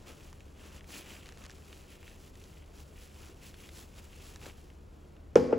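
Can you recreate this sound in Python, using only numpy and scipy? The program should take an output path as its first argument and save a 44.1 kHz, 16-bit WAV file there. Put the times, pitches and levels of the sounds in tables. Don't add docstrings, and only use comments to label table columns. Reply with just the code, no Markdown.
import sys
import numpy as np
from scipy import signal
from scipy.fft import rfft, irfft, next_fast_len
from scipy.io import wavfile

SR = 44100
rng = np.random.default_rng(int(sys.argv[2]) if len(sys.argv) > 2 else 0)


def wav_out(sig):
    wavfile.write(sys.argv[1], SR, np.round(np.clip(np.atleast_2d(sig).T, -1, 1) * 32767).astype(np.int16))


N = 246078

# frequency in Hz, relative density in dB per Hz.
FIBRE_SPECTRUM = [(1000, -6.5), (2000, -5), (3500, 0), (5000, 0), (7000, 0), (9000, 2), (12000, -4.5),
                  (16000, -4)]
FOLD_SPECTRUM = [(1200, -19), (1900, -8), (2700, -3), (3300, -7), (4200, -24), (7000, -36.5)]
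GLOVE_SPECTRUM = [(100, -6.5), (300, 7), (500, 2.5), (800, -2.5), (1300, -1.5), (1800, -8), (2800, -38),
                  (6000, -74)]
# time in seconds, dull rub against hiss in dB.
GRIP_CURVE = [(.08, 6), (.3, -3), (.62, 5), (.96, -3), (1.42, 4.5), (1.9, -4), (2.75, -0.5), (3.05, -6),
              (3.3, 3), (3.45, -6), (4.0, -1), (4.27, -1.5), (4.41, 0), (4.465, 6), (4.56, -3)]
SHEEN_HZ, SHEEN_LOSS_DB_PER_GRIP_DB = 9000, 0.26


def tissue():
    hiss_gain, fold_gain = wiping()
    grip = in_time(GRIP_CURVE)
    fibres = from_db(3.5) * friction(FIBRE_SPECTRUM, slips_per_s=5500, spread_db=4.0,
                                     smooth_share=0.93, flutter_db=1.1)
    high_pass = signal.butter(4, SHEEN_HZ, "high", fs=SR, output="sos")
    sheen = signal.sosfiltfilt(high_pass, fibres)
    sheen_gain = from_db(-1.0) * grip ** -SHEEN_LOSS_DB_PER_GRIP_DB
    fibres = hiss_gain * (fibres + sheen * (sheen_gain - 1))
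    sheet = fold_gain * from_db(-1.5) * friction(FOLD_SPECTRUM, slips_per_s=1200, spread_db=4.0,
                                                 smooth_share=0.73, flutter_db=2.0)
    glove = hiss_gain * grip * friction(GLOVE_SPECTRUM, slips_per_s=1200, spread_db=3.5,
                                        smooth_share=0.54, flutter_db=1.0)
    wrinkles = from_db(-6.5) * hiss_gain * crinkle()
    return fibres + sheet + wrinkles + glove * pan(3.4)


# fastest moment in seconds, speeding up in seconds,
# slowing down in seconds, hiss level in dB, folds against hiss in dB.
STROKE_LIST = [(.085, 0.028, 0.075, -59, 2.5), (.25, 0.2, 0.095, -65.5, 1), (.66, 0.13, 0.13, -63, 1),
               (.765, 0.072, 0.04, -61, 3), (.91, 0.052, 0.061, -56.5, -4), (.96, 0.055, 0.088, -52, 1.5),
               (1.13, 0.16, 0.11, -58, 3.5), (1.26, 0.12, 0.11, -65.5, 7), (1.45, 0.14, 0.026, -64, 2),
               (1.53, 0.061, 0.2, -69, -4), (1.7, 0.068, 0.22, -63.5, -0.5),
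               (1.922, 0.057, 0.076, -62.5, 6), (2.09, 0.15, .14, -65, 3), (2.27, 0.13, 0.06, -64, -4),
               (2.41, 0.1, .24, -65.5, -2), (2.58, 0.056, 0.064, -71.5, 8.5),
               (2.805, 0.092, 0.049, -62.5, -4), (3.025, .13, 0.089, -64, 0.5),
               (3.27, 0.21, .08, -62, -0.5), (3.468, .08, 0.064, -59.5, -0.5), (3.64, .13, .1, -63, 2.5),
               (3.785, 0.087, 0.089, -56.5, -7.5), (3.99, 0.057, .03, -59.5, -2.5),
               (4.045, 0.026, 0.032, -64, 2), (4.145, .045, 0.067, -65.5, 4.5),
               (4.245, 0.075, 0.17, -60.5, -1), (4.465, 0.083, 0.067, -57, 0),
               (4.585, 0.033, 0.12, -69.5, -11)]
# time in seconds, hiss level in dB.
RESTING_CURVE = [(0, -68), (.5, -72), (1.7, -69), (2.3, -76.5), (2.9, -70), (3.9, -68.5), (4.5, -68.5),
                 (4.86, -78.5), (5.0, -75), (5.25, -80.5)]


def wiping():
    resting_power = in_time(RESTING_CURVE) ** 2
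    hiss_power, folds_power = resting_power, resting_power
    for peak_s, rise_s, fall_s, hiss_db, folds_db in STROKE_LIST:
        power = (from_db(hiss_db) * sliding(peak_s, rise_s, fall_s)) ** 2
        hiss_power = hiss_power + power
        folds_power = folds_power + power * from_db(folds_db) ** 2
    return np.sqrt(hiss_power), np.sqrt(folds_power)


SPEED_POWER = 0.65


def sliding(peak_s, rise_s, fall_s):
    t = np.arange(N) / SR - peak_s
    phase = np.clip(np.where(t < 0, t / rise_s, t / fall_s), -1, 1)
    speed = .5 + .5 * np.cos(np.pi * phase)
    return speed ** SPEED_POWER


# frequency in Hz, side against mid in dB.
FRICTION_WIDTH = [(150, -9), (400, -8), (850, -14), (1500, -5.5), (2000, -21), (2400, -57), (2800, -53),
                  (3300, -32), (3700, -59), (6800, -46), (8500, -34)]


def friction(spectrum, slips_per_s, spread_db, smooth_share, flutter_db):
    sizes = from_db(spread_db * np.minimum(rng.exponential(1, N), 4)) * rng.choice([-1, 1], N)
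    slips = rms_one(sizes * (rng.random(N) < slips_per_s / SR))
    grain = rms_one(slips + smooth_share * rng.standard_normal(N))
    stereo = widen(grain, rng.standard_normal(N), FRICTION_WIDTH)
    return colour(stereo * from_db(flutter_db * drift(56)), spectrum)


def crinkle(per_s=110, low_hz=2000, high_hz=8000):
    clicks = rng.choice([-1, 1], N) * (rng.random(N) < per_s / SR)
    return rms_one(band(clicks + 1e-18, low_hz, high_hz))


# start in seconds, level in dB, centre frequency of the fold in Hz,
# gain of the bright snap in dB.
CREASE_LIST = [(.329, -41, 1200, -2.5), (.406, -39.5, 2230, -6), (0.8084, -39, 2040, -12),
               (0.843, -45, 2170, -4), (0.905, -36.5, 1500, -3), (1.259, -36, 2700, -22),
               (1.269, -41, 2620, -3), (1.29, -39, 1480, 2.5), (1.323, -40.5, 2420, -1.5),
               (1.374, -40.5, 1600, -1), (1.4396, -40, 2400, -2), (1.451, -41, 1270, 1),
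               (1.4568, -44.5, 1090, 5.5), (1.464, -41.5, 1400, 5), (1.4971, -39, 1260, -1),
               (1.5055, -40, 3550, -3), (1.5138, -43.5, 2400, 5), (1.7287, -34, 2620, -20),
               (2.029, -43.5, 1300, -4), (2.079, -38.5, 2470, -14), (2.3551, -43, 2900, 0),
               (2.44, -46, 3600, 0), (3.542, -39, 2800, -9), (3.6907, -37, 2800, -11), (4.36, -38, 1500, 3),
               (4.4593, -36.5, 1530, -8), (4.465, -37, 390, -3), (4.702, -43.5, 2230, -9),
               (5.166, -48, 2100, -20)]


def creases(crumple_s=0.00072, crumple_share=0.24, settle_s=0.0039, settle_share=0.12,
            body_db=-2.5, spread=1.56):
    out, t = np.zeros(N), np.arange(SR // 25) / SR
    for start_s, level_db, centre_hz, bright_db in CREASE_LIST:
        crumple, settle = rng.standard_normal((2, len(t)))
        buckle = (t == 0) + crumple_share * crumple * np.exp(-t / crumple_s)
        snap = band(buckle, 3250, 7560)
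        fold = buckle + settle_share * settle * np.exp(-t / settle_s)
        body = band(fold, centre_hz / spread, centre_hz * spread)
        tick = from_db(bright_db) * snap / abs(snap).max() + from_db(body_db) * body / abs(body).max()
        add(out, start_s, from_db(level_db) * tick)
    return out


# start in seconds, strength in dB, treble gain in dB
KNOCK_LIST = [(5.3563, 0, -1), (5.5266, -8, -19)]
# frequency in Hz, relative density in dB per Hz.
CLACK_SPECTRUM = [(50, -18), (200, 2), (450, -1), (700, 1), (1100, -7), (1400, -10.5), (1900, -17),
                  (3000, -16), (4000, -31), (6000, -28.5), (9000, -30), (16000, -61)]


def bottle(clack_s=0.014):
    out, t = np.zeros((2, N)), np.arange(SR // 2) / SR
    crack = from_db(-28) * band(1. * (t == 0), 1960, 15000)
    body = (blow(t) + crack + table_ring(t)) * pan(1.6)
    low_pass = signal.butter(2, 2400, fs=SR, output="sos")
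    for start_s, strength_db, hard_db in KNOCK_LIST:
        clack_noise = diffuse(CLACK_SPECTRUM, ECHO_STEREO, size=len(t))
        clack = from_db(-19.5) * clack_noise * np.exp(-t / clack_s)
        knock = body + (clack + from_db(-30.5) * room_tail(t)) * pan(.6)
        dull = signal.sosfilt(low_pass, knock)
        add(out, start_s, from_db(strength_db) * (dull + from_db(hard_db) * (knock - dull)))
    return out


# frequency in Hz, level in dB, time to the peak in seconds, steepness (exponent).
BLOW_RESONANCES = [(253, -19.5, 0.012, 5.3), (300, -17.5, 0.005, 1.2), (472, -4, 0.0052, 4.8),
                   (840, -26, 0.0012, 5.5), (1310, -27, 0.0015, 0.96), (5750, -22, 0.00033, 1.3)]


def blow(t):
    return sum(from_db(db) * swell(t, hz, peak_s, steepness)
               for hz, db, peak_s, steepness in BLOW_RESONANCES)


def swell(t, hz, peak_s, steepness):
    envelope = (t / peak_s * np.exp(1 - t / peak_s)) ** steepness
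    return envelope * np.sin(2 * np.pi * hz * t)


# frequency in Hz, level in dB, time to fall by 60 dB in seconds.
TABLE_MODES = [(92, -38.5, 0.51), (149.4, -32, 0.41), (195.6, -30.5, 0.36), (241.4, -30, 1),
               (276, -32, 0.95), (296.5, -35.5, 0.8), (366, -33, 0.73), (366, -48, 0.53), (447, -26, 0.54),
               (461, -25, 0.25), (470.3, -22.5, 0.17), (498, -27.5, 0.93), (523, -34, 0.82),
               (600, -36, 0.18), (690, -26, 0.055), (833, -38, 0.37), (945, -55, 0.22), (1157, -45, 0.17),
               (1094, -46.5, 0.69), (1340, -28, 0.06), (1480, -41, 0.12), (1730, -63, .35),
               (2326, -52, 0.45), (5200, -46, 0.14)]


def table_ring(t, apart_rad=0.2, build_s=0.01):
    lead = apart_rad * np.array([[1], [-1]])
    ring = 0
    for k, (hz, db, t60_s) in enumerate(TABLE_MODES):
        sign = (-1) ** k
        ring = ring + sign * from_db(db - 60 * t / t60_s) * np.sin(2 * np.pi * hz * t + lead * sign)
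    return ring * (1 - np.exp(-t / build_s))


# frequency in Hz, relative density in dB per Hz.
ECHO_SPECTRUM = [(40, -21), (80, 0), (130, -8), (250, -12), (470, 5), (680, -10), (1200, -18), (2200, -22),
                 (3800, -30), (5200, -23.5), (8000, -34), (12000, -38), (16000, -42)]
# frequency in Hz, side against mid in dB.
ECHO_STEREO = [(100, -13), (250, -20), (480, 0.5), (1000, -2), (1700, -3), (2300, -27.5), (3100, -18),
               (3700, -46), (9000, -35)]
# frequency in Hz, time to fall by 60 dB in seconds.
REVERB_T60 = [(100, 1), (500, 1), (2000, 1), (6000, 0.75), (14000, 0.38)]


def room_tail(t, build_s=0.0042):
    noise = rfft(diffuse(ECHO_SPECTRUM, ECHO_STEREO, size=len(t)))
    hz = np.fft.rfftfreq(len(t), 1 / SR)
    tail = 0
    for low_hz in 40 * 2. ** np.arange(10):
        octave = irfft(noise * (hz >= low_hz) * (hz < 2 * low_hz), len(t))
        t60_s = at_hz(REVERB_T60, low_hz * np.sqrt(2))
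        tail = tail + octave * from_db(-60 * t / t60_s)
    return tail * (1 - np.exp(-t / build_s))


# time in seconds, level in dB.
ROCKING_CURVE = [(5.47, -65), (5.505, -40), (5.529, -30.5), (5.55, -49), (5.58, -46)]
# frequency in Hz, relative density in dB per Hz.
GRIND_SPECTRUM = [(200, -29), (500, 15), (750, 1), (1200, -20), (2500, -23), (5000, -48)]


def rocking():
    level_db = np.interp(np.arange(N) / SR, *np.transpose(ROCKING_CURVE), left=-np.inf)
    return from_db(level_db) * friction(GRIND_SPECTRUM, slips_per_s=1000, spread_db=3.0,
                                        smooth_share=.6, flutter_db=1.0)


# frequency in Hz, mean level in dB.
HUM_TONES = [(26.9, -64), (73.8, -59), (145.5, -68.5), (200.3, -69.5)]
# frequency in Hz, relative density in dB per Hz.
AIR_SPECTRUM = [(20, -35), (30, -0.5), (46, -2), (80, 0), (120, -10), (250, -14), (390, -14), (520, -18.5),
                (800, -25.5), (1300, -29.5), (1900, -34.5), (2600, -37), (7000, -47.5), (16000, -54)]
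# frequency in Hz, side against mid in dB.
AIR_WIDTH = [(70, -18.5), (200, -9.5), (400, -6), (750, 0), (1300, -1.5), (1700, 0), (2100, -23),
             (3200, -28), (3700, -43)]
AIR_LEVEL_DB = -53.5


def room_noise(waver_db=1.0, wander_rad=0.44):
    t = np.arange(N) / SR
    hum = 0
    for hz, db in HUM_TONES:
        gain = np.sqrt(2) * from_db(db + waver_db * drift(0.73))
        hum = hum + gain * np.sin(2 * np.pi * (hz * t + rng.random()) + wander_rad * drift(1))
    return (hum + from_db(AIR_LEVEL_DB) * diffuse(AIR_SPECTRUM, AIR_WIDTH, size=N)) * pan(0.87)


def from_db(db):
    return 10 ** (np.asarray(db) / 20)


def rms_one(x):
    return x / np.sqrt(np.mean(x ** 2) + 1e-20)


def at_hz(points, hz):
    table_hz, values = np.array(points).T
    return np.interp(np.log(np.maximum(hz, 1)), np.log(table_hz), values)


def in_time(curve):
    return from_db(np.interp(np.arange(N) / SR, *np.transpose(curve)))


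def drift(corner_hz):
    pole = np.exp(-80 * np.pi * corner_hz / SR)
    noise = rng.standard_normal(N // 40 + 2002)
    slow = signal.lfilter([1], [1, -2 * pole, pole * pole], noise)[2000:]
    return np.interp(np.arange(N) / 40, np.arange(len(slow)), rms_one(slow))


def band(x, low_hz, high_hz):
    sos = signal.butter(2, [low_hz, min(high_hz, .48 * SR)], "band", fs=SR, output="sos")
    return signal.sosfilt(sos, x)


def colour(x, spectrum):
    size = next_fast_len(x.shape[-1])
    hz = np.fft.rfftfreq(size, 1 / SR)
    shaped = rfft(x, size) * from_db(at_hz(spectrum, hz)) * (hz > 20)
    return rms_one(irfft(shaped, size)[..., :x.shape[-1]])


def widen(mid, side, width):
    size = next_fast_len(len(mid))
    side_gain = from_db(at_hz(width, np.fft.rfftfreq(size, 1 / SR)))
    apart = irfft(rfft(side, size) * side_gain, size)[:len(mid)]
    return mid + apart * [[1], [-1]]


def diffuse(spectrum, width, size):
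    mid, side = rng.standard_normal((2, size))
    return colour(widen(mid, side, width), spectrum)


def pan(left_over_right_db):
    return from_db([[left_over_right_db / 2], [-left_over_right_db / 2]])


def add(out, start_s, sound):
    start = round(start_s * SR)
    part = sound[..., :N - start]
    out[..., start:start + part.shape[-1]] += part


def scene():
    return tissue() + creases() + bottle() + rocking() + room_noise()


# frequency in Hz, lag in turns of phase.
LEFT_LAG_TURNS = [(7400, 0), (7650, .14), (8900, .5), (9200, .5), (10900, 1), (11550, 1), (13000, 1.5),
                  (13600, 1.5), (15000, 2)]
CUTOFF_HZ = 15800


def record(dry):
    size = next_fast_len(N + SR // 10)
    hz = np.fft.rfftfreq(size, 1 / SR)
    turns = np.interp(hz, *np.transpose(LEFT_LAG_TURNS))
    lag = np.exp(-2j * np.pi * turns * [[1], [0]])
    low_pass = 1 / np.sqrt(1 + (hz / CUTOFF_HZ) ** 200)
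    return irfft(rfft(dry, size) * lag * low_pass, size)[:, :N]


dry = scene()
out = record(dry)
wav_out(out)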